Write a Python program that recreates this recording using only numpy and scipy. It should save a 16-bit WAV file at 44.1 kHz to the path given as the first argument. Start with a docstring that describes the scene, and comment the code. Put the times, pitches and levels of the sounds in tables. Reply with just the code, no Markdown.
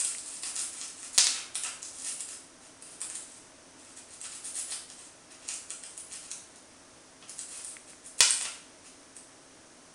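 """Wrapped mint on a kitchen floor

A cat bats, shoves and nudges a mint in crisp plastic film over laminate boards and twice lets it drop.
The film buckles in swarms of decaying noise clicks and single snaps; noise bursts knock and scrape the boards.
Claws tap a decaying woody note; each landing of the hard sweet is a filtered click with ringing modes.
The bare room adds half a second of reverberation over a faint fridge rush of noise, low hums and a high whistle.
A small recorder limits the band and squashes the loudest peaks."""
import sys
import numpy as np
from scipy import signal
from scipy.fft import rfft, irfft
from scipy.io import wavfile
from scipy.ndimage import uniform_filter1d

SR = 44100
rng = np.random.default_rng(int(sys.argv[2]) if len(sys.argv) > 2 else 0)


def wav_out(sig):
    """Save sig, one row per channel (or a flat mono array), as 16-bit PCM at SR to the path in sys.argv[1]."""
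    wavfile.write(sys.argv[1], SR, np.round(np.clip(np.atleast_2d(sig).T, -1, 1) * 32767).astype(np.int16))


N = 438354  # length in samples


def undb(db):
    """Level to amplitude: 20 dB is a factor of ten."""
    return 10 ** (np.asarray(db) / 20)


def unit(x):
    """Energy normalisation: the squares sum to one."""
    return x / np.sqrt(np.sum(x ** 2) + 1e-18)


def seconds(length):
    """Sampling: the time axis of a short sound, in seconds."""
    return np.arange(int(length * SR)) / SR


def decay(t, t60):
    """Exponential decay: the amplitude falls by 60 dB in t60 seconds."""
    return np.exp(-np.log(1000) * t / t60)


def add(out, start_s, x):
    """Superposition: mix x into out from a start time, cut at both ends of out."""
    first = int(start_s * SR)
    x = x[max(-first, 0):]
    first = max(first, 0)
    out[first:first + len(x)] += x[:max(len(out) - first, 0)]


def along(points, hz):
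    """Logarithmic frequency scale: interpolate (Hz, value) points along it."""
    point_hz, value = np.transpose(points)
    return np.interp(np.log(hz + 1), np.log(point_hz), value)


def colour(x, points, size=2048):
    """Minimum phase: a folded cepstrum turns a spectrum into a causal filter of unit energy."""
    level_db = along(points, np.fft.rfftfreq(size, 1 / SR))
    cepstrum = irfft(np.log(undb(level_db)))
    cepstrum[1:size // 2] *= 2
    cepstrum[size // 2 + 1:] = 0
    response = unit(irfft(np.exp(rfft(cepstrum))))
    return signal.fftconvolve(x, response)[:len(x)]


def low_pass(x, hz, order=10):
    """Band limiting: a steep elliptic filter, 0.2 dB ripple and 70 dB rejection."""
    sections = signal.ellip(order, .2, 70, hz, fs=SR, output="sos")
    return signal.sosfilt(sections, x)


def walk(rate_hz):
    """Smoothed random steps: a slow wander with a spread near one."""
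    step = int(SR / rate_hz)
    held = np.repeat(rng.standard_normal(N // step + 1), step)
    return uniform_filter1d(held, step)[:N]


def cracks(count, decay_s, size=256):
    """Impulsive release: exponentially fading noise bursts of energy one, each with a chance colour."""
    x = rng.standard_normal((count, size)) * np.exp(-np.arange(size) / SR / decay_s)
    return x / np.sqrt(np.sum(x ** 2, axis=1, keepdims=True))


def swarm(length_s, rate, spread_db, decay_s, skew=1):
    """Crackling noise: uneven clicks swell and fade with one push, early if skew is under 1; rms one."""
    count = int(rate * length_s) + 2
    place = (np.arange(count) + rng.uniform(-1, 1, count) + .5).clip(0, count) / count
    # small folds are common, and no fold can store more than so much strain
    strain = np.minimum(rng.exponential(size=count), 2.4)
    sizes = np.sin(np.pi * place ** skew) * undb(spread_db * strain)
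    out = np.zeros(int((length_s + .01) * SR))
    for u, size, crack in zip(place, sizes, cracks(count, decay_s)):
        add(out, u * length_s, size * crack)
    return unit(out) * np.sqrt(length_s * SR)


def facet(x, hz, q=2.03, lift=1.86):
    """Plate resonance: the flat of film beside a crease favours its own pitch; the energy is kept."""
    b, a = signal.iirpeak(min(hz, SR / 4), q, fs=SR)
    ring = signal.lfilter(b, a, x)
    return unit(x + lift * ring) * np.sqrt(np.sum(x ** 2))


# broadband rush of the fridge, relative: frequency_hz, level_db
FRIDGE_SPECTRUM = [(20, -14), (60, -11.5), (105, -7), (141, -12), (175, -6), (205, -13), (250, -2.5),
                   (315, -2), (400, -7.5), (540, -6.5), (635, -6.5), (720, -9), (1560, -11.5),
                   (2400, -15.5), (4200, -17.5), (6100, -12), (7400, -17), (8250, -14.5), (10000, -14)]
# steady tones of the background, low hums and one faint high whistle: mean pitch_hz, rms level_db
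BACKGROUND_TONES = [(258, -72.5), (640, -71.5), (8256, -74)]


def background(rush_db=-54.5):
    """Noise plus tones: a soft fridge rush, low hums and a high whistle, phase-modulated so pitch wanders."""
    noise = rng.standard_normal(N)
    rush = colour(noise, FRIDGE_SPECTRUM + [(13000, -53)], size=8192)
    t = np.arange(N) / SR
    tones = sum(undb(db) * np.sin(2 * np.pi * hz * t + 2 * walk(6)) for hz, db in BACKGROUND_TONES)
    waver = undb(.25 * walk(5))
    return waver * (undb(rush_db) * rush + np.sqrt(2) * tones)


# spells in which the cat keeps nudging the wrapper: start_s, end_s, mean crinkle level_db before mixing
NUDGE_SPELLS = [(0.679, 1.099, -46.5), (2.121, 2.411, -49.5), (3.121, 3.42, -52.5), (3.732, 3.948, -57),
                (4.059, 4.199, -51.5), (4.918, 5.1, -55.5), (5.872, 5.96, -54), (7.25, 7.761, -51.5),
                (7.842, 7.96, -56.5)]


def nudges(per_s=14, length_s=.07, spread_db=1.7, floor_db=-11):
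    """Jittered timing: light shoves of varying force, one at a chance moment in each slot of a spell."""
    rows = []
    for start, end, db in NUDGE_SPELLS:
        count = max(round(per_s * (end - start)), 1)
        lateness, forces = rng.random(count), rng.standard_normal(count)
        for k, (late, force) in enumerate(zip(lateness, forces)):
            nudge_start = start + (k + late) / count * (end - start - length_s)
            rows.append((nudge_start, length_s, db + spread_db * force, floor_db))
    return rows


# single shoves, short or long, whose crinkle and scrape swell and fade, before mixing:
# start_s, length_s, crinkle level_db, floor share_db (relative to the crinkle)
SINGLE_SHOVES = [(-0.025, 0.048, -27, -13.5), (0.05, 0.12, -44, -12.5), (0.2, 0.22, -43, -14.5),
                 (0.53, .12, -34, -16), (1.122, .055, -39.5, -16), (1.308, .12, -44.5, -0.5),
                 (1.63, 0.058, -40.5, -2.5), (1.917, 0.18, -43.5, -16.5), (2.025, 0.11, -35.5, -16.5),
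                 (2.6, .09, -56, -9), (3.95, .06, -48, -11), (4.228, 0.046, -42, -7),
                 (4.28, .12, -45, -10.5), (4.42, 0.084, -39, -17), (4.535, 0.092, -34.5, -18),
                 (4.672, 0.085, -38.5, -12.5), (5.29, .07, -53, -4.5), (5.39, 0.12, -53, -6),
                 (6.09, 0.095, -42, -11.5), (6.19, 0.12, -51, -10), (7.47, 0.16, -44.5, -14),
                 (8.037, 0.059, -46, -20), (8.4, .034, -34.5, -11.5), (8.443, 0.026, -40.5, 2.5),
                 (8.83, .06, -51.5, -8.5)]


def shoves(film, boards, pressed_hz=5800, free_hz_per_db=200, pop_db=26):
    """Distributed buckling: crinkle and scrape swell together, and one crease pops on the way."""
    for start, length, db, floor_db in list(SINGLE_SHOVES) + nudges():
        # film pressed on the floor sounds low, and higher as it comes free
        hz = pressed_hz - free_hz_per_db * floor_db
        crinkle = swarm(length, rate=600, spread_db=5.5, decay_s=0.00039)
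        pop = cracks(1, decay_s=0.00037)[0]
        scrape = swarm(length, rate=450, spread_db=2, decay_s=0.00078)
        add(film, start, undb(db) * facet(crinkle, hz))
        # pop energy is set against the rms of the crinkle
        add(film, start + length * rng.beta(2, 2), undb(db + pop_db) * facet(pop, hz))
        add(boards, start, undb(db + floor_db) * scrape)


# sharp bats and taps of the paw, before mixing:
# start_s, snap energy level_db, settling length_s, floor share_db (relative to the film), facet pitch_hz
PAW_BATS = [(0.0481, 0.5, 0.054, -15, 9200), (0.1833, -8, 0.021, -26, 8400), (0.4337, 0, .08, -12.5, 9000),
            (0.5637, -5, 0.031, -12, 8800), (0.8136, -6, .06, -12.5, 6400),
            (1.0299, -10.5, 0.022, -9, 8150), (1.5543, 0, 0.024, -11.5, 9900),
            (1.6357, -1, 0.027, -14, 10000), (1.8288, -7, .08, -19, 7300), (2.206, -5, .012, -21, 10000),
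            (2.289, -10, .06, -31, 8500), (2.8235, -14.5, .18, -11.5, 9000),
            (3.0154, -5, 0.048, -10.5, 9250), (3.0998, -10, .04, -9.5, 8600), (3.154, -4, .012, -21, 10000),
            (4.214, -9.5, .04, -18, 9150), (4.7218, -6, .03, -6.5, 3900), (4.901, -14.5, 0.055, -12, 7860),
            (5.4882, -3, 0.079, -11, 7900), (5.7044, -6.5, .02, -9.5, 8000), (5.8362, -11, .04, -9.5, 7600),
            (5.9772, -8.5, .04, -20, 10000), (6.3146, -5, .012, -15, 6740), (6.5595, -22, 0.017, -14, 7600),
            (7.2257, -20.5, 0.032, -2, 4000), (7.295, -11, .012, -16, 10000),
            (7.3914, -6.5, 0.038, -25, 9800), (7.6476, -7.5, .06, -31, 9400), (8.191, -4, .012, -17, 10000),
            (8.307, 6.5, 0.0094, -37, 9700), (9.166, -16, 0.0079, -15, 7800)]


def bats(film, boards, creak_s=.013, creak_db=-36, settle_db=-37, knock_db=-1):
    """Snap-through: a crease creaks, snaps and knocks the boards; film settles while the sweet skids."""
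    for start, db, settle_s, floor_db, hz in PAW_BATS:
        creak = swarm(creak_s, rate=800, spread_db=6, decay_s=0.00077)
        snap = cracks(1, decay_s=0.00053)[0]
        settle = swarm(settle_s, rate=600, spread_db=4.5, decay_s=0.0002, skew=0.85)
        knock = cracks(1, decay_s=0.0027)[0]
        skid = swarm(settle_s, rate=450, spread_db=4, decay_s=0.00066, skew=0.57)
        add(film, start - creak_s, undb(db + creak_db) * facet(creak, hz))
        add(film, start, undb(db) * facet(snap, hz))
        add(film, start, undb(db + settle_db) * facet(settle, hz))
        add(boards, start, undb(db + floor_db + knock_db) * knock)
        add(boards, start, undb(db + floor_db + settle_db) * skid)


# landings and bounces of the sweet: start_s, click energy level_db before mixing,
# corner_hz (lower where the wrapper cushions the blow)
LANDINGS = [(1.179, 10, 12000), (1.1831, 16, 8950), (1.2695, 6.5, 4770), (8.2056, 15.5, 7340),
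            (8.2076, 15, 2920), (8.412, -7, 1200), (8.454, -9, 1090)]


def rattle(film, length_s=.09, rattle_db=-47.5):
    """Shaken film: a landing looses a few sparse crackles, their rms set against the click."""
    for start, click_db, _ in LANDINGS:
        crackle = swarm(length_s, rate=110, spread_db=8, decay_s=0.00017, skew=1.1)
        add(film, start, undb(click_db + rattle_db) * crackle)


# relative spectrum of the plastic film: frequency_hz, level_db
FILM_SPECTRUM = [(200, -34), (800, -21), (2500, -12), (4600, -5.5), (6800, -3.5), (9200, -0.5),
                 (10400, -1.5), (13000, -8)]
# relative spectrum of the floor boards: frequency_hz, level_db
BOARD_SPECTRUM = [(60, -17), (250, -14.5), (600, -8), (1100, -1.5), (1700, -2.5), (2100, -1), (2700, 1),
                  (3800, -2.5), (6000, -8), (11000, -33)]


def wrapper():
    """Source and radiator: buckling drives the film, and each push on the sweet drives the boards."""
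    film, boards = np.zeros(N), np.zeros(N)
    shoves(film, boards)
    bats(film, boards)
    rattle(film)
    return undb(-1) * colour(film, FILM_SPECTRUM) + undb(1.47) * colour(boards, BOARD_SPECTRUM)


# claws tick on the boards: start_s, ring energy level_db before mixing
CLAW_TICKS = [(0.1493, -19), (7.768, -21.5), (7.933, -31)]


def claws(ring_hz=2100, ring_t60=0.0075, tap_db=-6):
    """Impact and resonance: a claw taps a board, which answers with a short woody note."""
    out, t = np.zeros(N), seconds(.03)
    ring = unit(np.sin(2 * np.pi * ring_hz * t) * decay(t, ring_t60))
    for (start, db), tap in zip(CLAW_TICKS, cracks(len(CLAW_TICKS), decay_s=.0008)):
        add(out, start, undb(db) * ring)
        add(out, start, undb(db + tap_db) * unit(colour(tap, BOARD_SPECTRUM)))
    return out


# ring of the sweet on the boards: nominal pitch_hz, relative level_db
SWEET_MODES = [(3630, 2), (4500, 4), (5220, -1), (5700, -5), (6300, -8), (7280, 3.5)]
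# relative spectrum of a hard contact: frequency_hz, level_db
CONTACT_SPECTRUM = [(40, -37), (200, -25.5), (500, -17.5), (1000, -12.5), (1400, -12.5), (2200, -6.5),
                    (3000, -5), (4200, -2.5), (6000, 1.5), (7500, 0), (9500, 0), (13000, -21.5)]


def mint(ring_t60=0.0062, ring_db=-10, wobble=0.027):
    """Modal synthesis: each landing is one hard click and a short ring of the sweet."""
    clicks, rings = np.zeros(N), np.zeros(N)
    t = seconds(.05)
    hz, db = np.transpose(SWEET_MODES)
    for start, click_db, corner_hz in LANDINGS:
        # it lands on another edge each time, which shifts its modes
        shift, sign = rng.standard_normal((2, len(hz)))
        mode_hz = hz * (1 + wobble * shift)
        modes = np.sin(2 * np.pi * np.outer(mode_hz, t))
        ring = (undb(db) * np.sign(sign)) @ modes
        add(rings, start, undb(click_db + ring_db) * unit(ring * decay(t, ring_t60)))
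        push = np.exp(-2 * np.pi * corner_hz * t)
        add(clicks, start, undb(click_db) * unit(colour(push, CONTACT_SPECTRUM)))
    return clicks + rings


# reverberation of the kitchen: band centre_hz, t60_s
KITCHEN_DECAY = [(150, 0.091), (500, 0.39), (1400, 0.61), (3700, 0.51), (7000, 0.47), (10000, 0.49)]
# resonances that stand out of the reverberation: pitch_hz, relative level_db
STANDING_MODES = [(3037, -15), (3235, 5), (4611, 5), (5206, 9), (6102, 1), (6600, 1), (7715, -22),
                  (8246, -19), (8884, 11)]


def kitchen(build_s=0.00022, early_db=-10, modes_db=-20, modes_t60=0.55):
    """Reverberation: sparse reflections from cupboards and walls, then a dense tail dying band by band."""
    t = seconds(.9)
    sparse = rng.standard_normal(len(t)) * (rng.random(len(t)) < .006) * np.exp(-t / 0.037)
    dense = rng.standard_normal(len(t))
    early = undb(early_db) * unit(sparse) * np.sqrt(0.045 * SR)
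    spectrum = rfft(dense + early)
    hz = np.fft.rfftfreq(len(t), 1 / SR)
    centres, t60s = np.transpose(KITCHEN_DECAY)
    tail = 0
    # overlapping bands add up to the whole spectrum
    for share, t60 in zip(np.eye(len(centres)), t60s):
        band = irfft(spectrum * along(np.c_[centres, share], hz), len(t))
        tail = tail + band * decay(t, t60)
    modes = sum(undb(db) * np.sin(2 * np.pi * (f * t + rng.random())) for f, db in STANDING_MODES)
    tail = unit(tail) + undb(modes_db) * unit(modes * decay(t, modes_t60))
    return unit(tail * (1 - np.exp(-t / build_s)))


def scene():
    """Direct and reverberant field: dry sources plus their convolution with the room, over the background."""
    crinkle, ticks, drops = wrapper(), claws(), mint()
    direct = undb(-6.0) * crinkle + undb(-5) * drops + ticks
    into_room = undb(-2.0) * crinkle + undb(-4) * drops + undb(-11.5) * ticks
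    echo = signal.fftconvolve(into_room, kitchen())[:N]
    return (direct + echo + background())[None]


def record(dry, band_hz=10450, mirror_db=-22, ceiling=.72, top_hz=16000):
    """Aliasing and saturation: the band's upper edge mirrors faintly above it, and peaks are squashed."""
    band = low_pass(dry, band_hz, order=12)
    # alternating signs mirror the spectrum about a quarter of the sample rate
    mirror = low_pass(band * (-1) ** np.arange(N), 12200, order=8)
    sound = band + undb(mirror_db) * mirror
    squashed = sound / (1 + (sound / ceiling) ** 4) ** (1 / 4)
    return low_pass(squashed, top_hz)


dry = scene()
out = record(dry)
wav_out(out)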